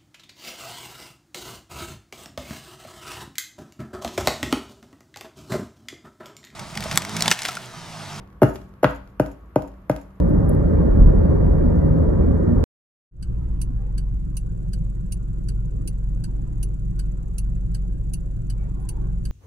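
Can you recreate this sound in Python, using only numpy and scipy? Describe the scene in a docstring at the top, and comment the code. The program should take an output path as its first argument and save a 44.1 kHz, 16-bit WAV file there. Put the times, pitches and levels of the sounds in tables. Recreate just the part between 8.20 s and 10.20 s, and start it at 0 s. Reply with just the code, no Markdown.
"""A small tool chips at a crumbly plaster block on a light table: five blows, close by in a small room. Each
blow cracks the surface and sends a bending wave through the table top, dispersed so that the treble arrives
first. The first two blows break through and land again, with high chips and snapping pieces. Crumbs tick and
the table sways; the room adds reverberation, standing waves, echoes and a faint hum."""
import sys
import numpy as np
from scipy import signal
from scipy.fft import rfft, irfft, next_fast_len
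from scipy.io import wavfile
from scipy.ndimage import uniform_filter1d, minimum_filter1d

SR = 44100
rng = np.random.default_rng(int(sys.argv[2]) if len(sys.argv) > 2 else 0)


def log_audio(samples):
    """Write samples as a 16-bit WAV file to the path given in sys.argv[1]."""
    # one column per channel
    frames = np.atleast_2d(samples).T
    # limit to full scale, then quantise
    limited = np.clip(frames, -1, 1)
    pcm = np.round(limited * 32767).astype(np.int16)
    wavfile.write(sys.argv[1], SR, pcm)


N = 88200

# Contacts of the tool with the block; the spot struck boosts or dips the modes near spot_hz.
# start_s, level_db, softness_hz, thud_db, spot_hz, spot_db, crack_db, crack_t60_s
CONTACTS = [(0.2174, 1, 910, -9, 440, 14, -35, 0.068), (0.222, 2.5, 750, 1, 412, 9, -32, 0.093),
            (0.2309, 0, 1090, -2, 349, 9, -22.5, 0.014), (0.6283, -10.5, 635, -3.5, 700, 2.5, -37, 0.0067),
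            (0.6309, -1, 860, -19.5, 555, 7, -31.5, 0.046),
            (0.6428, 0, 1480, -1.5, 1060, -1.5, -27.5, 0.02), (0.997, 1.5, 867, -8, 308, 1, -29, 0.031),
            (1.3586, 3, 693, -13.5, 853, 5, -28.5, 0.013), (1.696, 2, 767, -10, 414, -13.5, -29.5, 0.027)]


def undb(db):
    """Decibels to amplitude ratio."""
    return 10 ** (np.asarray(db) / 20)


def unit(x):
    """Normalisation to rms 1."""
    return x / np.sqrt(np.mean(x ** 2))


def shape(x, response):
    """Linear filtering: the spectrum is multiplied by response(hz)."""
    size = next_fast_len(2 * N)
    hz = np.maximum(np.fft.rfftfreq(size, 1 / SR), 1)
    return irfft(rfft(x, size) * response(hz), size)[..., :N]


def along(hz, points, column=1):
    """Interpolation of a table column over log frequency."""
    points = np.array(points)
    return np.interp(np.log(hz), np.log(points[:, 0]), points[:, column])


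def colour(x, points):
    """Spectral shaping through points of frequency_hz, gain_db."""
    return shape(x, lambda hz: undb(along(hz, points)))


def cushion(hz, corner_hz):
    """Compliance: a yielding contact acts as a two-pole low-pass."""
    return 1 / (1 + 1j * np.sqrt(2) * hz / corner_hz - (hz / corner_hz) ** 2)


def fade(t60_s):
    """Exponential decay, 60 dB in t60_s."""
    return np.exp(-np.log(1000) * np.arange(N) / SR / t60_s)


def rise(tau_s):
    """Exponential approach to 1 with time constant tau_s."""
    return 1 - np.exp(-np.arange(N) / SR / tau_s)


def late(x, delay_s):
    """Pure delay."""
    return np.r_[np.zeros(max(int(delay_s * SR), 0)), x][:N]


def diffuse(wide_hz):
    """Diffuse field: noise alike in both ears below wide_hz and unrelated above."""
    mid, side = rng.standard_normal((2, N))
    side = shape(side, lambda hz: hz / np.hypot(hz, wide_hz))
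    return np.array([mid + side, mid - side])


def pan(x, left_db):
    """Interaural level difference: the left ear is louder by left_db."""
    return x * undb(np.array([[left_db], [-left_db]]) / 2)


def crunch(bursts, spectrum_points, grain_spread_db=3):
    """Granular noise: plaster breaks in short bursts of uneven grains that have no pitch."""
    out = 0
    for start_s, level_db, t60_s in bursts:
        envelope = fade(t60_s) * rise(0.00063)
        uneven = rng.standard_normal(N) * undb(grain_spread_db * rng.standard_normal(N))
        spectrum = rfft(envelope * uneven)
        grains = irfft(spectrum / abs(spectrum), N) * fade(10 * t60_s)  # whitened, so no pitch stands out
        gain = undb(level_db) * np.linalg.norm(envelope / envelope.max())
        out = out + gain * late(grains, start_s)
    return colour(out, spectrum_points)


def background():
    """Ambient noise: a low diffuse rumble and an appliance's hum, slightly frequency-modulated."""
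    # Spectral density of the room noise: frequency_hz, relative_db
    air_spectrum = [(20, -44), (33, -4), (55, 5.5), (100, -3.5), (170, -7.5), (260, -13), (550, -20.5),
                    (800, -25), (1200, -22.5), (2200, -36.5), (4500, -52), (9000, -59), (13000, -46.5),
                    (16000, -84)]
    # Tones of the appliance: pitch_hz, level_db
    hum_tones = [(194, -55.5), (1115, -68)]
    out = undb(-46) * unit(colour(diffuse(wide_hz=1100), air_spectrum))
    for pitch_hz, level_db in hum_tones:
        waver_hz = 2.92 * unit(shape(rng.standard_normal(N), lambda hz: np.exp(-hz / 8)))
        phase = 2 * np.pi * np.cumsum(pitch_hz + waver_hz) / SR
        out = out + undb(level_db) * np.sqrt(2) * np.sin(phase)
    return out


def lingering(corner_hz=573):
    """Free decay: the dull reverberation of an earlier blow dies away in the room."""
    noise = shape(diffuse(wide_hz=520), lambda hz: 1 / (1 + (hz / corner_hz) ** 2))
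    return undb(-44) * unit(noise) * fade(t60_s=0.37)


def crumbs():
    """Small impacts and friction: falling crumbs and light scrapes make brief ticks of noise."""
    # Ticks and scrapes: start_s, level_db, t60_s
    ticks = [(0.075, -51, 0.006), (0.102, -55, 0.012), (0.127, -58, 0.02), (0.3565, -34, 0.024),
             (0.3618, -39.5, 0.011), (0.415, -48.5, 0.024), (0.5382, -53, 0.0087), (0.8749, -47, .006),
             (0.8984, -59, 0.0043), (1.061, -37, 0.0098), (1.4215, -37.5, .006), (1.483, -46, 0.0043),
             (1.518, -53, .005), (1.54, -54, 0.0056), (1.714, -33, 0.0063), (1.763, -33, 0.0083),
             (1.906, -56, 0.003), (1.957, -61, 0.0035)]
    # Their spectrum: frequency_hz, gain_db
    tick_spectrum = [(500, 15), (2000, 3), (3800, -1.5), (6500, -3.5), (9000, -6.5), (12000, -4.5),
                     (16000, -24)]
    return crunch(ticks, tick_spectrum)


def reverberation(x):
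    """Reverberation: a diffuse tail builds quickly and decays at its own rate in each octave."""
    # Tail of the room: frequency_hz, level_db, t60_s
    decay_bands = [(60, -1, 0.19), (141, -13.5, 0.46), (286, -11, 0.4), (670, -15, 0.36),
                   (1320, -1.5, 0.34), (2620, -9, 0.36), (6450, -9, 0.47), (12000, -15.5, 0.35)]
    noise, tail = diffuse(wide_hz=520), 0
    for centre_hz in 31.25 * 2 ** np.arange(10):
        band = shape(noise, lambda hz: np.maximum(1 - abs(np.log2(hz / centre_hz)), 0))
        envelope = fade(along(centre_hz, decay_bands, column=2)) * rise(0.00067)
        tail = tail + undb(along(centre_hz, decay_bands)) * band * envelope / np.linalg.norm(envelope)
    return pan(signal.fftconvolve(tail, x[None], axes=1)[:, :N], left_db=1.4)


def table_top(spot_octaves=0.33, thud_hz=172, crush_hz=5160, delay_at_1khz_s=0.002049):
    """Modal ringing and dispersion: each contact rings the top, and low bending waves arrive last."""
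    # Modes of the top with the block on it: pitch_hz, level_db, t60_s
    modes = [(136, -8, 0.061), (188.6, -21, 0.13), (299, -9, 0.065), (392.3, -14, 0.05),
             (510, -17.5, 0.081), (605.5, -4.5, 0.032), (778, -10, 0.014), (905.6, -20.5, 0.034),
             (1252, -16, 0.02), (1456, -21.5, 0.042), (1520, -18, 0.024), (2076, -20.5, 0.026),
             (2436, -26.5, 0.016), (2810, -21, 0.012), (4850, -13.5, 0.0081)]
    t, mode_hz = np.arange(N) / SR, np.array(modes)[:, 0]
    rings = np.array([undb(db) * np.sin(2 * np.pi * hz * t) * fade(t60_s) for hz, db, t60_s in modes])
    out = 0
    for start_s, level_db, softness_hz, thud_db, spot_hz, spot_db, _, _ in CONTACTS:
        weights = undb(spot_db * np.exp(-(np.log2(mode_hz / spot_hz) / spot_octaves) ** 2))
        thud = lambda hz: undb(thud_db / (1 + (hz / thud_hz) ** 2))
        # Softer contacts are duller, and crushed plaster cushions them all.
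        contact = lambda hz: thud(hz) * cushion(hz, softness_hz) * cushion(hz, crush_hz)
        out = out + undb(level_db) * shape(late(weights @ rings, start_s), contact)
    radiation = signal.butter(6, 113.7, "high", fs=SR, output="sos")  # the top radiates little bass
    radiated = signal.sosfilt(radiation, out)
    # Group delay falls as the square root of frequency rises.
    return shape(radiated, lambda hz: np.exp(-4j * np.pi * delay_at_1khz_s * np.sqrt(1000 * hz)))


def cracks():
    """Brittle fracture: every contact cracks the plaster surface in a burst of noise."""
    # Spectrum of breaking plaster: frequency_hz, gain_db
    crack_spectrum = [(500, -3.5), (1500, 11), (2700, 3.5), (3700, -7), (4800, -4.5), (7000, -2.5),
                      (8600, -16.5), (10500, 2), (12300, -1), (14000, -12), (16000, -33)]
    bursts = [(start_s, crack_db, t60_s) for start_s, *_, crack_db, t60_s in CONTACTS]
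    return crunch(bursts, crack_spectrum)


def standing_waves(x):
    """Resonance: a few room modes build up and ring on after each knock."""
    # Standing waves of the room: pitch_hz, gain_db, t60_s
    room_modes = [(189.7, -8, 1), (280.3, -5, 0.3), (384, -13, 0.45), (618.5, -7, 0.24)]
    t, ring = np.arange(N) / SR, 0
    for pitch_hz, gain_db, t60_s in room_modes:
        envelope = fade(t60_s) * rise(0.017) ** 2
        ring = ring + undb(gain_db) * 2 * np.sin(2 * np.pi * pitch_hz * t) * envelope / envelope.sum()
    return signal.fftconvolve(ring, x)[:N]


def chips():
    """Fracture: small chips snap off the plaster with a short, high hiss."""
    # Chips breaking off: start_s, level_db, t60_s
    chip_bursts = [(0.2185, -26, 0.023), (0.2283, -20.5, 0.012), (0.636, -29, 0.0098)]
    # Their spectrum: frequency_hz, gain_db
    chip_spectrum = [(2000, -37), (8000, -25), (10500, -4.5), (12500, -3), (15500, -12)]
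    return crunch(chip_bursts, chip_spectrum)


def snaps():
    """Fracture: pieces snap off the block with a burst of midrange noise."""
    # Pieces breaking off: start_s, level_db, t60_s
    breaks = [(0.2305, -17.5, 0.0094), (0.6432, -11, 0.023)]
    # Their spectrum: frequency_hz, gain_db
    break_spectrum = [(300, -11), (950, 11.5), (1500, 15), (2000, 8), (3000, -3.5), (4800, -12),
                      (7000, -25.5), (16000, -68)]
    return crunch(breaks, break_spectrum)


def sway(pitch_hz=57.2):
    """Damped oscillation: the table rocks on its legs, pushed once by the last contact of each blow."""
    t = np.arange(N) / SR
    rocking = np.sin(2 * np.pi * pitch_hz * t) * fade(t60_s=0.63) * rise(0.018)
    gaps_s = np.diff(np.array(CONTACTS)[:, 0], append=np.inf)
    out = 0
    for (start_s, _, _, thud_db, *_), gap_s in zip(CONTACTS, gaps_s):
        if gap_s > 0.1:
            out = out + undb(thud_db / 2) * late(rocking, start_s)
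    return undb(-26.5) * out


def echoes(x):
    """Reflection and scattering: far walls return a bright echo, and furniture smears it."""
    # Reflections off far walls: delay_s, gain_db
    reflections = [(0.0642, -7.5), (0.117, -9.5), (.21, -28), (0.259, -28)]
    # Their spectrum: frequency_hz, gain_db
    echo_spectrum = [(1000, -19.5), (4000, -16.5), (6000, -12), (7200, -2), (9000, -23), (12000, -12),
                     (16000, -22)]
    scatter = rng.standard_normal((2, N)) * fade(t60_s=0.1)
    scatter = scatter / np.linalg.norm(scatter, axis=1, keepdims=True)
    delayed = sum(undb(gain_db) * late(x, delay_s) for delay_s, gain_db in reflections)
    reflected = colour(delayed, echo_spectrum)
    return reflected + undb(-1.5) * signal.fftconvolve(scatter, reflected[None], axes=1)[:, :N]


def scene(right_lag_s=0.000062):
    """Superposition: direct knocks and crunches, slightly to the left, add to the sound of the room."""
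    knocks = table_top() + sway()
    cracking = cracks()
    near = knocks + cracking + snaps() + crumbs() + chips()
    right = shape(near, lambda hz: np.exp(-2j * np.pi * hz * right_lag_s))
    direct = pan(np.array([near, right]), left_db=1.1)
    room = reverberation(near) + standing_waves(knocks) + echoes(cracking)
    return direct + room + lingering() + background()


def record(dry, ceiling=0.93, look_ahead_s=0.003, top_hz=16000):
    """Peak and band limiting: the gain dips around peaks over the ceiling; a low-pass cuts the top."""
    window = int(2 * look_ahead_s * SR)
    allowed_gain = ceiling / np.maximum(abs(dry).max(axis=0), ceiling)
    gain = uniform_filter1d(minimum_filter1d(allowed_gain, window), window)
    low_pass = signal.ellip(8, 0.2, 70, top_hz, fs=SR, output="sos")
    return signal.sosfilt(low_pass, dry * gain)


dry = scene()
out = record(dry)
log_audio(out)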